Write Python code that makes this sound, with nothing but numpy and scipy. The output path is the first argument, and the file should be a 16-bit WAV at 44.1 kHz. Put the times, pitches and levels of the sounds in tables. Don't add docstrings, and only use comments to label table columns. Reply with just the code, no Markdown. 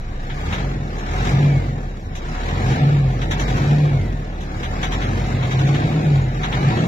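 import sys
import numpy as np
from scipy import signal
from scipy.fft import rfft, irfft
from scipy.io import wavfile
from scipy.ndimage import uniform_filter1d

SR = 44100
rng = np.random.default_rng(int(sys.argv[2]) if len(sys.argv) > 2 else 0)


def inscribe(sig):
    pcm = np.round(np.clip(np.atleast_2d(sig).T, -1, 1) * 32767)
    wavfile.write(sys.argv[1], SR, pcm.astype(np.int16))


def boost_factor(decibels):
    exponent = np.asarray(decibels, float) / 20
    return 10 ** exponent


N = 302967
HZ = np.fft.rfftfreq(N, 1 / SR)
T = np.arange(N) / SR


def unit(x):
    return x / np.sqrt(np.mean(x ** 2))


def across(table):
    hz, value = np.transpose(table)
    return np.interp(np.log(HZ + 1), np.log(hz), value)


def colour(x, table):
    # centre in Hz, width in Hz, lift in dB.
    resonances = [(327, 25, 3), (738, 38, 7.5), (1730, 60, 3), (2225, 70, 3), (3300, 100, 3), (3790, 80, 3),
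                  (5490, 140, 2), (6040, 60, 3)]
    lift_db = sum(db / (1 + ((HZ - hz) / (width / 2)) ** 2) for hz, width, db in resonances)
    return irfft(rfft(x) * boost_factor(across(table) + lift_db), N)


def walk(rate):
    hold = int(SR / rate)
    steps = np.repeat(rng.standard_normal(N // hold + 1), hold)
    return unit(uniform_filter1d(uniform_filter1d(steps, hold), hold)[:N])


def hiss():
    return rng.standard_normal((3, N))


def follow(law, hz, effort_db):
    middle_hz = 45
    db, per_hz, per_effort, per_rise = law
    return db + per_hz * (hz - middle_hz) + per_effort * effort_db + per_rise * SR * np.gradient(hz)


def peak(hz, centre_hz, width_hz):
    return 1 / np.sqrt(1 + (2 * (hz - centre_hz) / width_hz) ** 2)


def engine_speed():
    # time in seconds, firing rate in Hz.
    blips = [(0.0, 25.17), (0.32, 27.52), (0.6, 47.12), (1.05, 36.36), (1.42, 56.04), (1.85, 37.46),
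             (2.25, 28.08), (2.7, 51.82), (2.88, 54.93), (3.3, 42.06), (3.77, 57.66), (4.2, 39.49),
             (4.62, 34.53), (5.05, 46.62), (5.4, 46.75), (5.98, 59.16), (6.4, 41.06), (6.87, 63.97)]
    flywheel = int(0.16 * SR)
    return uniform_filter1d(uniform_filter1d(np.interp(T, *np.transpose(blips)), flywheel), flywheel // 2)


def pedal_effort():
    # time in seconds, effort in dB below full.
    fuelling = [(0.05, -11), (0.53, -2), (0.8, -9), (1.05, -4), (1.28, -0.5), (2.03, -13.5), (2.24, -5.5),
                (2.5, -2.5), (2.76, -1.5), (3.05, -7.5), (3.5, -1), (3.8, -4), (4.25, -10), (4.8, -3),
                (5.85, -3), (6.27, -6.5), (6.56, -2), (6.87, -3)]
    return np.interp(T, *np.transpose(fuelling))


def firing_strengths(turns):
    cylinders_db = [-4.5, -5, -6, -6]
    firing = turns.astype(int)
    return boost_factor(np.array(cylinders_db)[firing % 4] + 2.46 * rng.standard_normal(N // 500)[firing])


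def throb(turns, hz, effort_db, rumble_db):
    # resonance in Hz, width in Hz, throb there in dB.
    mounts = (48, 43, -26.5)
    # dB at middle speed and full effort, dB per Hz, dB per dB of effort, dB per Hz/s.
    octave_law = (-30, .1, .3, .01)
    # multiple of the firing rate, level in dB above the body rumble.
    upper_orders = [(1.5, -12), (3, -9), (3.5, -9), (4, -10), (4.5, -14), (6, -17)]
    soak_db = -1.87 * np.clip(hz - 50.4, 0, None)
    first_db = mounts[2] + 20 * np.log10(peak(hz, *mounts[:2])) + soak_db + 2.0 * walk(7.3)
    octave_db = follow(octave_law, hz, effort_db) + 2.2 * walk(8)
    first = boost_factor(first_db + 1.3 * walk(16)) * np.sin(2 * np.pi * turns + 0.25 * walk(12))
    octave = boost_factor(octave_db + 2 * walk(14)) * np.sin(4 * np.pi * turns + 0.4 * walk(12))
    upper = sum(boost_factor(db + 3.4 * walk(7)) * np.sin(2 * np.pi * k * turns + 0.51 * walk(9.8))
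                for k, db in upper_orders)
    return np.sqrt(2) * (first + octave + boost_factor(rumble_db) * upper)


def body(turns, strength, rumble_db):
    # frequency in Hz, density in dB per Hz.
    floor_colour = [(12, -41), (25, -6.5), (45, -11), (65, -4), (100, -1), (140, -9.5), (175, -4),
                    (215, -3), (330, -7.5), (500, -9.5), (650, -14.5), (900, -24), (1300, -57)]
    thuds = strength * np.diff(np.floor(turns), prepend=0)
    shake = hiss() * (2.5 + strength * np.sin(np.pi * (turns % 1) ** 0.6))
    return boost_factor(rumble_db + 3.0) * unit(colour(unit(shake) + 0.2 * unit(thuds), floor_colour))


def boom(hz, effort_db):
    # frequency in Hz, level in dB.
    cab_air = [(105, -52.5), (120, -30.5), (128, -21), (137, -15.5), (150, -14.5), (165, -21.5)]
    # multiple of the firing rate, level in dB.
    orders = [(2.66, 0.63), (2.5, -13.5), (3, -12), (3.5, -15), (5, -17.5)]
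    late_hz = np.interp(T - 0.035, T, hz)
    turns = np.cumsum(late_hz) / SR
    lines = 0
    for k, db in orders:
        cab_db = np.interp(k * late_hz, *np.transpose(cab_air))
        dropout_db = -4.7 * walk(20) ** 2
        lines = lines + boost_factor(db + cab_db + dropout_db) * np.sin(2 * np.pi * k * turns + 0.3 * walk(14))
    return boost_factor(5.0 + 0.3 * effort_db) * lines


def clatter(turns, strength, hz, effort_db):
    # frequency in Hz, density in dB per Hz.
    block_colour = [(470, -11.5), (800, 0), (843, -3), (1320, -2), (1700, -5), (2290, -9), (3010, -13.5),
                    (3270, -14.5), (3790, -13), (4700, -20), (6110, -59), (10300, -120)]
    jet_colour = [(2590, -28.5), (4400, -4.5), (5130, -0.5), (5520, -0.5), (6100, -2.5), (7030, -0.5),
                  (8460, -18.5), (10800, -15.5), (14800, -21), (15500, -25)]
    # dB at middle speed and full effort, dB per Hz, dB per dB of effort, dB per Hz/s.
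    rattle_law = (-32, 0.1636, 1.0464, 0.0252)
    sizzle_law = (-44.5, 0.03, 1.8, 0.0047)
    gate = 1.7 + strength * np.sin(np.pi * (turns % 1) ** 0.4) ** 3
    rattle_db = follow(rattle_law, hz, effort_db) + 5.0 + 0.51 * walk(11)
    rattle = boost_factor(rattle_db) * unit(colour(hiss() * gate, block_colour))
    sizzle_level = np.hypot(boost_factor(follow(sizzle_law, hz, effort_db) + 5.3), boost_factor(-56))
    sizzle = sizzle_level * boost_factor(0.59 * walk(11)) * unit(colour(hiss() * gate, jet_colour))
    return rattle + sizzle


def knocks():
    # time in seconds, peak in dB, brightness in dB.
    strikes = [(0.3002, -29, -23), (0.527, -20, -18), (0.585, -27, -18), (0.984, -33.5, -8),
               (1.1117, -33.5, -8), (1.258, -27, -19), (2.154, -30.5, -7), (2.4021, -36, -13),
               (2.4894, -26.5, -17), (2.699, -28, -9.5), (3.2176, -24, -16), (3.312, -18.5, -11.5),
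               (3.3973, -22, -9), (3.485, -26, -11), (3.569, -31.5, -5), (4.4094, -34, -9.5),
               (4.633, -24, -15), (4.831, -18, -14.5), (4.922, -20.5, -13), (5.018, -23.5, -18),
               (5.3494, -33.5, -18), (5.427, -25, -19), (5.511, -22.5, -13), (5.5918, -26.5, -10.5),
               (5.669, -27, -9.5), (5.743, -23.5, -17), (6.434, -19, -17.5), (6.5254, -21.5, -19.5),
               (6.7006, -29, -25), (6.7666, -33.5, -15)]
    # frequency in Hz, density in dB per Hz.
    rap_colour = [(530, -40.5), (900, -1), (1900, -2.5), (2560, -6), (3290, -5), (3840, -5.5),
                  (4480, -21.5), (4800, -29.5), (6240, -48), (10600, -120)]
    ping_colour = [(2820, -42), (4800, -11), (5920, 5), (7130, -1), (8110, -17.5), (9910, -16),
                   (11900, -15.5), (12900, -20.5), (15000, -19)]
    early_s, rise_s, hold_s, tail_s, burn_s = 0.004, 0.0046, 0.031, 0.022, 0.052
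    low, high = np.zeros((2, N))
    for s, db, bright_db in strikes:
        t = T - s + early_s
        decay = np.exp(-np.clip(t - hold_s, 0, 1) / tail_s - np.clip(t, 0, 1) / burn_s)
        shape = np.clip(t / rise_s, 0, 1) * decay
        low += boost_factor(2 * db) * shape ** 2
        high += boost_factor(2 * (db + bright_db)) * shape ** 2
    rap = boost_factor(-4.0) * np.sqrt(low) * unit(colour(hiss(), rap_colour))
    ping = boost_factor(-3.5) * np.sqrt(high) * unit(colour(hiss(), ping_colour))
    return rap + ping


def gear_whine(turns, hz, effort_db):
    # dB at middle speed and full effort, dB per Hz, dB per dB of effort, dB per Hz/s.
    whine_law = (-48, .3, .1, -.03)
    order = 44.1
    casing = peak(order * hz, 2100, 700)
    level = boost_factor(follow(whine_law, hz, effort_db) + 3 * walk(8))
    return casing * level * np.sin(2 * np.pi * order * turns + 1.5 * walk(70))


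def turbo():
    start_s, length_s, fade_s = 6.07, 0.17, 0.04
    since = np.clip(T - start_s, 0, length_s)
    hz = 7020 - 1600 * since
    level = boost_factor(-56 + 6 * since / length_s + 6.0 * walk(40))
    fade = np.clip(np.minimum(T - start_s, start_s + length_s - T) / fade_s + 1, 0, 1) ** 2
    return np.sqrt(2) * fade * level * np.sin(2 * np.pi * np.cumsum(hz) / SR)


def floor_pan():
    # frequency in Hz, density in dB per Hz.
    pan_colour = [(40, -43.5), (70, 7.5), (90, 17), (115, 7), (150, 9), (250, -42)]
    return boost_factor(-35.5 + 3.4 * walk(7.5)) * unit(colour(hiss(), pan_colour))


def ports(shared, left, right):
    # frequency in Hz, share from 0 to 1.
    common_share = [(60, 1.5), (150, 1.5), (220, 1.01), (400, 0.9), (640, 0.66), (1400, 0.66), (2400, 0.15),
                    (3500, 0.01), (15000, 0.44)]
    # frequency in Hz, left minus right in dB.
    balance = [(60, -.3), (150, -.2), (380, .6), (700, .5), (1290, 2), (2380, 3.2), (4400, .6), (8120, -.7),
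               (15000, 0)]
    alike = np.clip(across(common_share), 0, 1)
    early = np.exp(2j * np.pi * HZ * 15.87 / SR)
    lean = boost_factor(across(balance) / 2)
    common = np.sqrt(alike) * rfft(shared)
    own = np.sqrt(1 - alike)
    left_port = lean * (early * common + own * rfft(left))
    right_port = (common + own * rfft(right)) / lean
    return irfft([left_port, right_port], N)


def thin_bands(pair, size=2048, count=6):
    # frequency in Hz, share from 0 to 1.
    emptied = [(800, 0), (1000, .2), (1400, .32), (1700, .1), (2500, .12), (3200, .3), (5000, .4),
               (7300, .45), (8200, .66), (15400, .56), (15500, 1)]
    mix = np.array([[1, 1], [1, -1]]) / np.sqrt(2)
    hz, _, z = signal.stft(mix @ pair, SR, "cosine", size)
    power = np.log(uniform_filter1d(abs(z) ** 2, size=count, axis=1) + 1e-14)
    around = uniform_filter1d(uniform_filter1d(power, size=40, axis=1), size=9, axis=2)
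    standing = power - around
    chance = uniform_filter1d(rng.standard_normal((2, len(hz) // count + 1, z.shape[2])), size=3)
    bass = power[0, count]
    chance = chance - 0.25 * np.outer(hz[::count] < 2000, unit(bass - bass.mean()))
    chance = unit(chance + 0.7 * standing[:, ::count])
    chance = np.repeat(chance, count, axis=1)[:, :len(hz)]
    edge_hz, edge_share = np.transpose(emptied)
    share = np.interp(np.log(hz + 1), np.log(edge_hz), edge_share)
    rank = (1 + np.tanh(0.85 * chance)) / 2
    return mix @ signal.istft(z * (rank > share[:, None]), SR, "cosine", size)[1][:, :N]


def scene():
    # dB at middle speed and full effort, dB per Hz, dB per dB of effort, dB per Hz/s.
    rumble_law = (-28.5, 0.31, 0.67, -0.0188)
    hz = engine_speed()
    effort_db = pedal_effort()
    turns = np.cumsum(hz) / SR
    strength = firing_strengths(turns)
    rumble_db = follow(rumble_law, hz, effort_db)
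    engine = body(turns, strength, rumble_db)
    engine[0] += throb(turns, hz, effort_db, rumble_db)
    engine += clatter(turns, strength, hz, effort_db)
    engine += knocks()
    engine += gear_whine(turns, hz, effort_db)
    engine += floor_pan()
    return ports(*engine) + boom(hz, effort_db) + turbo()


def roll_off(x):
    return signal.sosfilt(signal.butter(12, 15810, fs=SR, output="sos"), x)


def record(dry):
    thinned = thin_bands(dry)
    return roll_off(thinned)


dry = scene()
out = record(dry)
inscribe(out)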